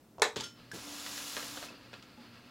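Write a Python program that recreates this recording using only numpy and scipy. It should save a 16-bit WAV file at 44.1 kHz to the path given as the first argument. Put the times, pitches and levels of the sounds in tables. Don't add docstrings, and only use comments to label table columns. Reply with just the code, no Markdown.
import sys
import numpy as np
from scipy import signal
from scipy.fft import rfft, irfft
from scipy.io import wavfile
from scipy.ndimage import uniform_filter1d

SR = 44100
rng = np.random.default_rng(int(sys.argv[2]) if len(sys.argv) > 2 else 0)


def master_out(mix):
    frames = np.transpose(np.atleast_2d(mix))
    ceiling = np.clip(frames, -1, 1)
    pcm = np.round(ceiling * 32767).astype(np.int16)
    wavfile.write(sys.argv[1], SR, pcm)


N = 110250
T = np.arange(N) / SR


def undb(db):
    return 10 ** (np.asarray(db) / 20)

def unit(x):
    return x / np.sqrt(np.mean(x ** 2))

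def curve(rows):
    return undb(np.interp(T, *np.array(rows).T))

def wander(rate_hz):
    hold = int(SR / rate_hz)
    steps = np.repeat(rng.standard_normal(N // hold + 1), hold)
    return unit(uniform_filter1d(uniform_filter1d(steps, hold), hold)[:N])

def drifting_phase(pitch_hz, drift, rate_hz):
    return 2 * np.pi * np.cumsum(pitch_hz * (1 + drift * wander(rate_hz))) / SR

def fade(fade_s, size=N):
    return np.exp(-np.log(1000) * T[:size] / fade_s)

def at(start_s, x):
    return np.concatenate([np.zeros(int(start_s * SR)), x, np.zeros(N)])[:N]

def colour(x, tone, tilt_db=0):
    size = 2 * len(x)
    octave = np.log2(np.maximum(np.arange(len(x) + 1) * SR / size, 1))
    hz, db = np.array(tone).T
    gain = unit(undb(np.interp(octave, np.log2(hz), db + tilt_db * np.log2(hz))))
    cepstrum = irfft(np.log(gain))
    cepstrum[1:size // 2] *= 2
    cepstrum[size // 2 + 1:] = 0
    return irfft(rfft(x, size) * np.exp(rfft(cepstrum)))[:len(x)]

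def reflect(x, fade_s):
    echoes = (rng.standard_normal(N) * fade(fade_s) * T)[:SR // 10]
    return signal.fftconvolve(x, echoes / np.linalg.norm(echoes))[:len(x)]

def near_echoes(x, echo_db):
    return (x + undb(echo_db) * reflect(x, 0.023)) / np.hypot(1, undb(echo_db))

def ring(notes, size=24000):
    return sum(undb(db) * fade(fade_s, size) * np.sin(2 * np.pi * (hz * T[:size] + rng.random()))
               for hz, db, fade_s in notes)

def resonate(x, peaks):
    ringing = sum(undb(db) * signal.lfilter(*signal.iirpeak(hz, hz / width_hz, SR), x)
                  for hz, width_hz, db in peaks)
    return unit(x + ringing)

def hit(tone, tilt_db, crack_s, tail_db, tail_s, tail_tilt_db, attack_s=0, size=24000):
    crack_noise, tail_noise = rng.standard_normal((2, size))
    crack_fade = fade(crack_s, size)
    attack = np.minimum((T[:size] + 1 / SR) / (attack_s + 1 / SR), 1)
    crack = np.sign(crack_noise) * crack_fade * attack
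    tail = undb(tail_db) * near_echoes(tail_noise, echo_db=-7) * fade(tail_s, size) * (1 - crack_fade)
    return colour(crack, tone, tilt_db) + colour(tail, tone, tilt_db + tail_tilt_db)


# start_s, level_db, tilt_db_per_octave
TOUCHES = [(.183, -40, -2), (0.1967, -39, 0.5)]
# pitch_hz, level_db
LID_TONE = [(250, -17), (500, -0.5), (950, 1.5), (1700, -23), (7000, -19), (10000, -47)]
SNAP_TONE = [(90, -38), (300, -13.5), (440, -3.5), (650, -8.5), (1000, -5), (1500, -6.5), (1850, -5),
             (2550, -9), (2920, -19), (3300, -9), (4050, -7), (4500, -15.5), (7000, -15.5), (8400, -17.5),
             (9200, -39), (9900, -22), (10600, -31), (13500, -32), (15500, -50)]
# pitch_hz, level_db, fade_s
CASE_NOTES = [(433.5, -1, 0.26), (475, 0.5, 0.23), (597, -1.5, .21), (836, -7, 0.23), (909, -8, 0.28),
              (968, -6, 0.15), (1744, 6.5, 0.1), (1822, 0, 0.14), (2216, 0.5, 0.1), (2590, -3, .14),
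              (3843, -10, 0.26), (4120, -5, .13), (5600, -11.5, 0.2), (6980, -4.5, 0.14),
              (9900, -2.5, 0.05)]

def pedal_press():
    touches = sum(
        at(s, undb(db) * hit(LID_TONE, tilt, crack_s=0.018, tail_db=-7, tail_s=0.2, tail_tilt_db=-4.5))
        for s, db, tilt in TOUCHES)
    snap = hit(SNAP_TONE, 0, crack_s=0.021, tail_db=-7.5, tail_s=0.21, tail_tilt_db=-0.86,
               attack_s=0.0014)
    contact = hit(SNAP_TONE, 2.2, crack_s=0.013, tail_db=-33, tail_s=0.059, tail_tilt_db=2,
                  attack_s=0.0014)
    case = undb(-29) * ring(CASE_NOTES)
    return touches + at(0.2192, undb(-14.5) * snap + case) + at(0.2195, undb(-12) * contact)


# start_s, level_db, tilt_db_per_octave
BOUNCES = [(0.3589, -25.5, -0.5), (0.3629, -30, 0), (.379, -36.5, -2), (0.398, -30.5, -0.2),
           (0.432, -48, 4.5), (0.4376, -33, 3.5)]
# pitch_hz, level_db
RATTLE_TONE = [(59, -33), (100, -9.5), (438, -4), (720, -16), (880, -6.5), (2420, -9), (3460, -4),
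               (5870, -11), (7250, -12.5), (9000, -23.5), (15500, -38)]
# pitch_hz, level_db, fade_s
SWITCH_NOTES = [(883, -4.5, 0.052), (3500, -2.5, .027), (4780, 0.5, 0.044), (7240, -6, .035)]
SPRING_NOTES = [(1400, -1.5, 0.27), (3043, -5, 0.39), (3350, 3, 0.13), (4580, -4, 0.2), (5367, -1, .33),
                (6352, 2, 0.15), (9500, -8, 0.12)]

def pedal_release():
    rattle = sum(at(s, undb(db) * hit(RATTLE_TONE, tilt, crack_s=0.025, tail_db=-11, tail_s=0.24,
                                      tail_tilt_db=-0.6, attack_s=0.0045))
                 for s, db, tilt in BOUNCES)
    ping = undb(-35) * ring(SWITCH_NOTES)
    tick = undb(-34.5) * hit(RATTLE_TONE, 5.7, crack_s=0.021, tail_db=-10, tail_s=0.15, tail_tilt_db=-1)
    spring = undb(-45) * ring(SPRING_NOTES)
    return rattle + at(0.4078, ping + tick) + at(0.436, spring)


def glue_threads(snaps_per_s, spread_db):
    snaps = (rng.random(N) < snaps_per_s / SR) * np.sign(rng.standard_normal(N))
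    return unit(snaps * undb(spread_db * np.minimum(rng.exponential(size=N), 3)))


# time_s, level_db
PEEL_LEVELS = [(.712, -77), (.74, -45.5), (.80, -47.5), (.95, -45), (1.17, -43), (1.35, -43), (1.47, -44),
               (1.58, -45.5), (1.655, -47), (1.70, -57), (1.76, -78)]
# pitch_hz, level_db
GLUE_TONE = [(120, -16), (300, -7.5), (700, 1), (1500, 0), (2100, -1.5), (3900, 1), (7350, -1.5),
             (8500, -10.5), (9700, -6), (15500, -15)]
# pitch_hz, width_hz, level_db
FRAME_PEAKS = [(1356, 62, -14.5), (3540, 85, -9), (5460, 62, 0.5)]

def label_peel():
    snaps = glue_threads(16000, spread_db=1) + undb(-8.5) * glue_threads(200, spread_db=3)
    level = curve(PEEL_LEVELS)
    pull = (level / level.max()) ** 2
    bright = colour(snaps, GLUE_TONE, tilt_db=1.65)
    dull = colour(snaps, GLUE_TONE, tilt_db=-1.65)
    return level * resonate(pull * bright + (1 - pull) * dull, FRAME_PEAKS)


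# start_s, level_db, tilt_db_per_octave
CRACKLES = [(0.717, -44.5, 15), (1.063, -34, 3.5), (1.177, -34.5, 4.5), (1.3667, -29.5, 1), (1.373, -35, 0),
            (1.395, -37.5, 3), (1.427, -35.5, 1.5), (1.939, -42, 1.5), (2.025, -46, 4)]
# start_s, level_db
TAPS = [(1.5724, -35), (1.5761, -35.5), (1.6273, -35), (1.6385, -41), (1.81, -50), (1.931, -39)]
# pitch_hz, level_db
PAPER_TONE = [(150, -12), (500, 1), (900, -6), (1400, 1.5), (2000, -3), (2600, -6.5), (4000, -5),
              (7000, -20.5), (15000, -47)]
# start_s, pitch_hz, level_db
SQUEAKS = [(1.687, 2600, -42.5), (1.937, 2563, -42)]

def label_paper():
    crackles = sum(at(s, undb(db) * hit(PAPER_TONE, tilt, crack_s=0.024, tail_db=-10, tail_s=0.18,
                                        tail_tilt_db=-0.5))
                   for s, db, tilt in CRACKLES)
    taps = sum(
        at(s, undb(db) * hit(PAPER_TONE, -1, crack_s=0.016, tail_db=-15, tail_s=0.17, tail_tilt_db=2))
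        for s, db in TAPS)
    squeaks = sum(at(s, ring([(hz, db, 0.05)])) for s, hz, db in SQUEAKS)
    return crackles + taps + squeaks


# pitch_hz, level_db, fade_s
CLUTCH_NOTES = [(1680, 0.5, 0.068), (1575, -1, 0.064), (5460, -4, .02)]

def label_feed():
    start_s, rise_s, stop_s, fall_s = 0.7155, 0.16, 1.8, 0.2
    running = np.clip((T - start_s) / rise_s, 0, 1) * np.clip((stop_s - T) / fall_s, 0, 1)
    note = np.sqrt(2) * np.sin(drifting_phase(pitch_hz=289.5, drift=0.002, rate_hz=12.4))
    level = undb(-57 + 1.7 * wander(9.96))
    clack = undb(-37.5) * ring(CLUTCH_NOTES)
    return level * running * note + at(start_s, clack)


# start_s, level_db
KNOCKS = [(.366, -31), (.734, -41), (.743, -38), (.752, -43), (1.705, -48), (1.742, -51), (2.177, -56)]
# pitch_hz, level_db
TABLE_TONE = [(30, -27), (90, -3.5), (170, -1.5), (400, -1.5), (560, -4.5), (900, -15.5), (2500, -39)]

def table_knocks():
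    return sum(
        at(s, undb(db) * hit(TABLE_TONE, 0, crack_s=0.042, tail_db=-12, tail_s=0.37, tail_tilt_db=-1.2))
        for s, db in KNOCKS)


# pitch_hz, level_db, fade_s
BOTTLE_NOTES = [(238, -2.5, 0.45), (530, -7, 0.15), (850, -8.5, 0.28)]

def bottle():
    return at(2.177, undb(-48) * ring(BOTTLE_NOTES))


# time_s, level_db
GEAR_LEVELS = [(.5, -68.5), (.6, -58.5), (1.2, -56), (1.85, -56), (2.12, -60.5), (2.33, -57.5), (2.5, -59)]
# pitch_hz, level_db
GEAR_TONE = [(60, -11.5), (130, -9), (260, 2.5), (370, -9), (900, -10.5), (1400, -8), (3100, -12),
             (4600, -13), (5600, -20.5), (10000, -34.5)]
HUM_NOTES = [(119.6, -64), (239, -69), (297, -69)]
# pitch_hz, width_hz, level_db
ROLLER_PEAKS = [(1344, 66, -3), (2650, 155, -3.5), (4380, 105, 1), (4850, 130, 1)]

def rollers():
    start_s, rise_s = 0.25, 0.3
    turn = drifting_phase(pitch_hz=122.5, drift=0.01, rate_hz=8.1)
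    gears = colour(rng.standard_normal(N) * (1 + 0.12 * np.sin(turn)), GEAR_TONE)
    whirr = resonate(gears, ROLLER_PEAKS) * undb(1.8 * wander(25))
    hum = sum(undb(db + 3.5 * wander(8)) * np.sin(drifting_phase(hz, drift=0.0042, rate_hz=9.37))
              for hz, db in HUM_NOTES) * np.sqrt(2)
    peel = curve(PEEL_LEVELS)
    dip = undb(-5.5 * np.sqrt(peel / peel.max()))
    running = np.clip((T - start_s) / rise_s, 0, 1)
    return running * (curve(GEAR_LEVELS) * whirr + dip * hum)


# pitch_hz, level_db
ROOM_TONE = [(25, -15), (90, 0.5), (240, 3.5), (600, -7), (1300, -16), (4000, -25.5), (15500, -26.5)]

def room():
    return undb(-61.5) * unit(colour(rng.standard_normal(N), ROOM_TONE))


def scene():
    centre = room() + pedal_press() + pedal_release() + table_knocks() + bottle() + label_feed()
    centre += near_echoes(label_peel() + label_paper() + rollers(), echo_db=-10)
    side = undb(-32) * reflect(centre, fade_s=0.041) + undb(-78.5) * rng.standard_normal(N)
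    return np.array([centre + side, centre - side])

def record(dry):
    return signal.sosfilt(signal.ellip(10, 0.2, 70, 15800, fs=SR, output="sos"), dry)


dry = scene()
out = record(dry)
master_out(out)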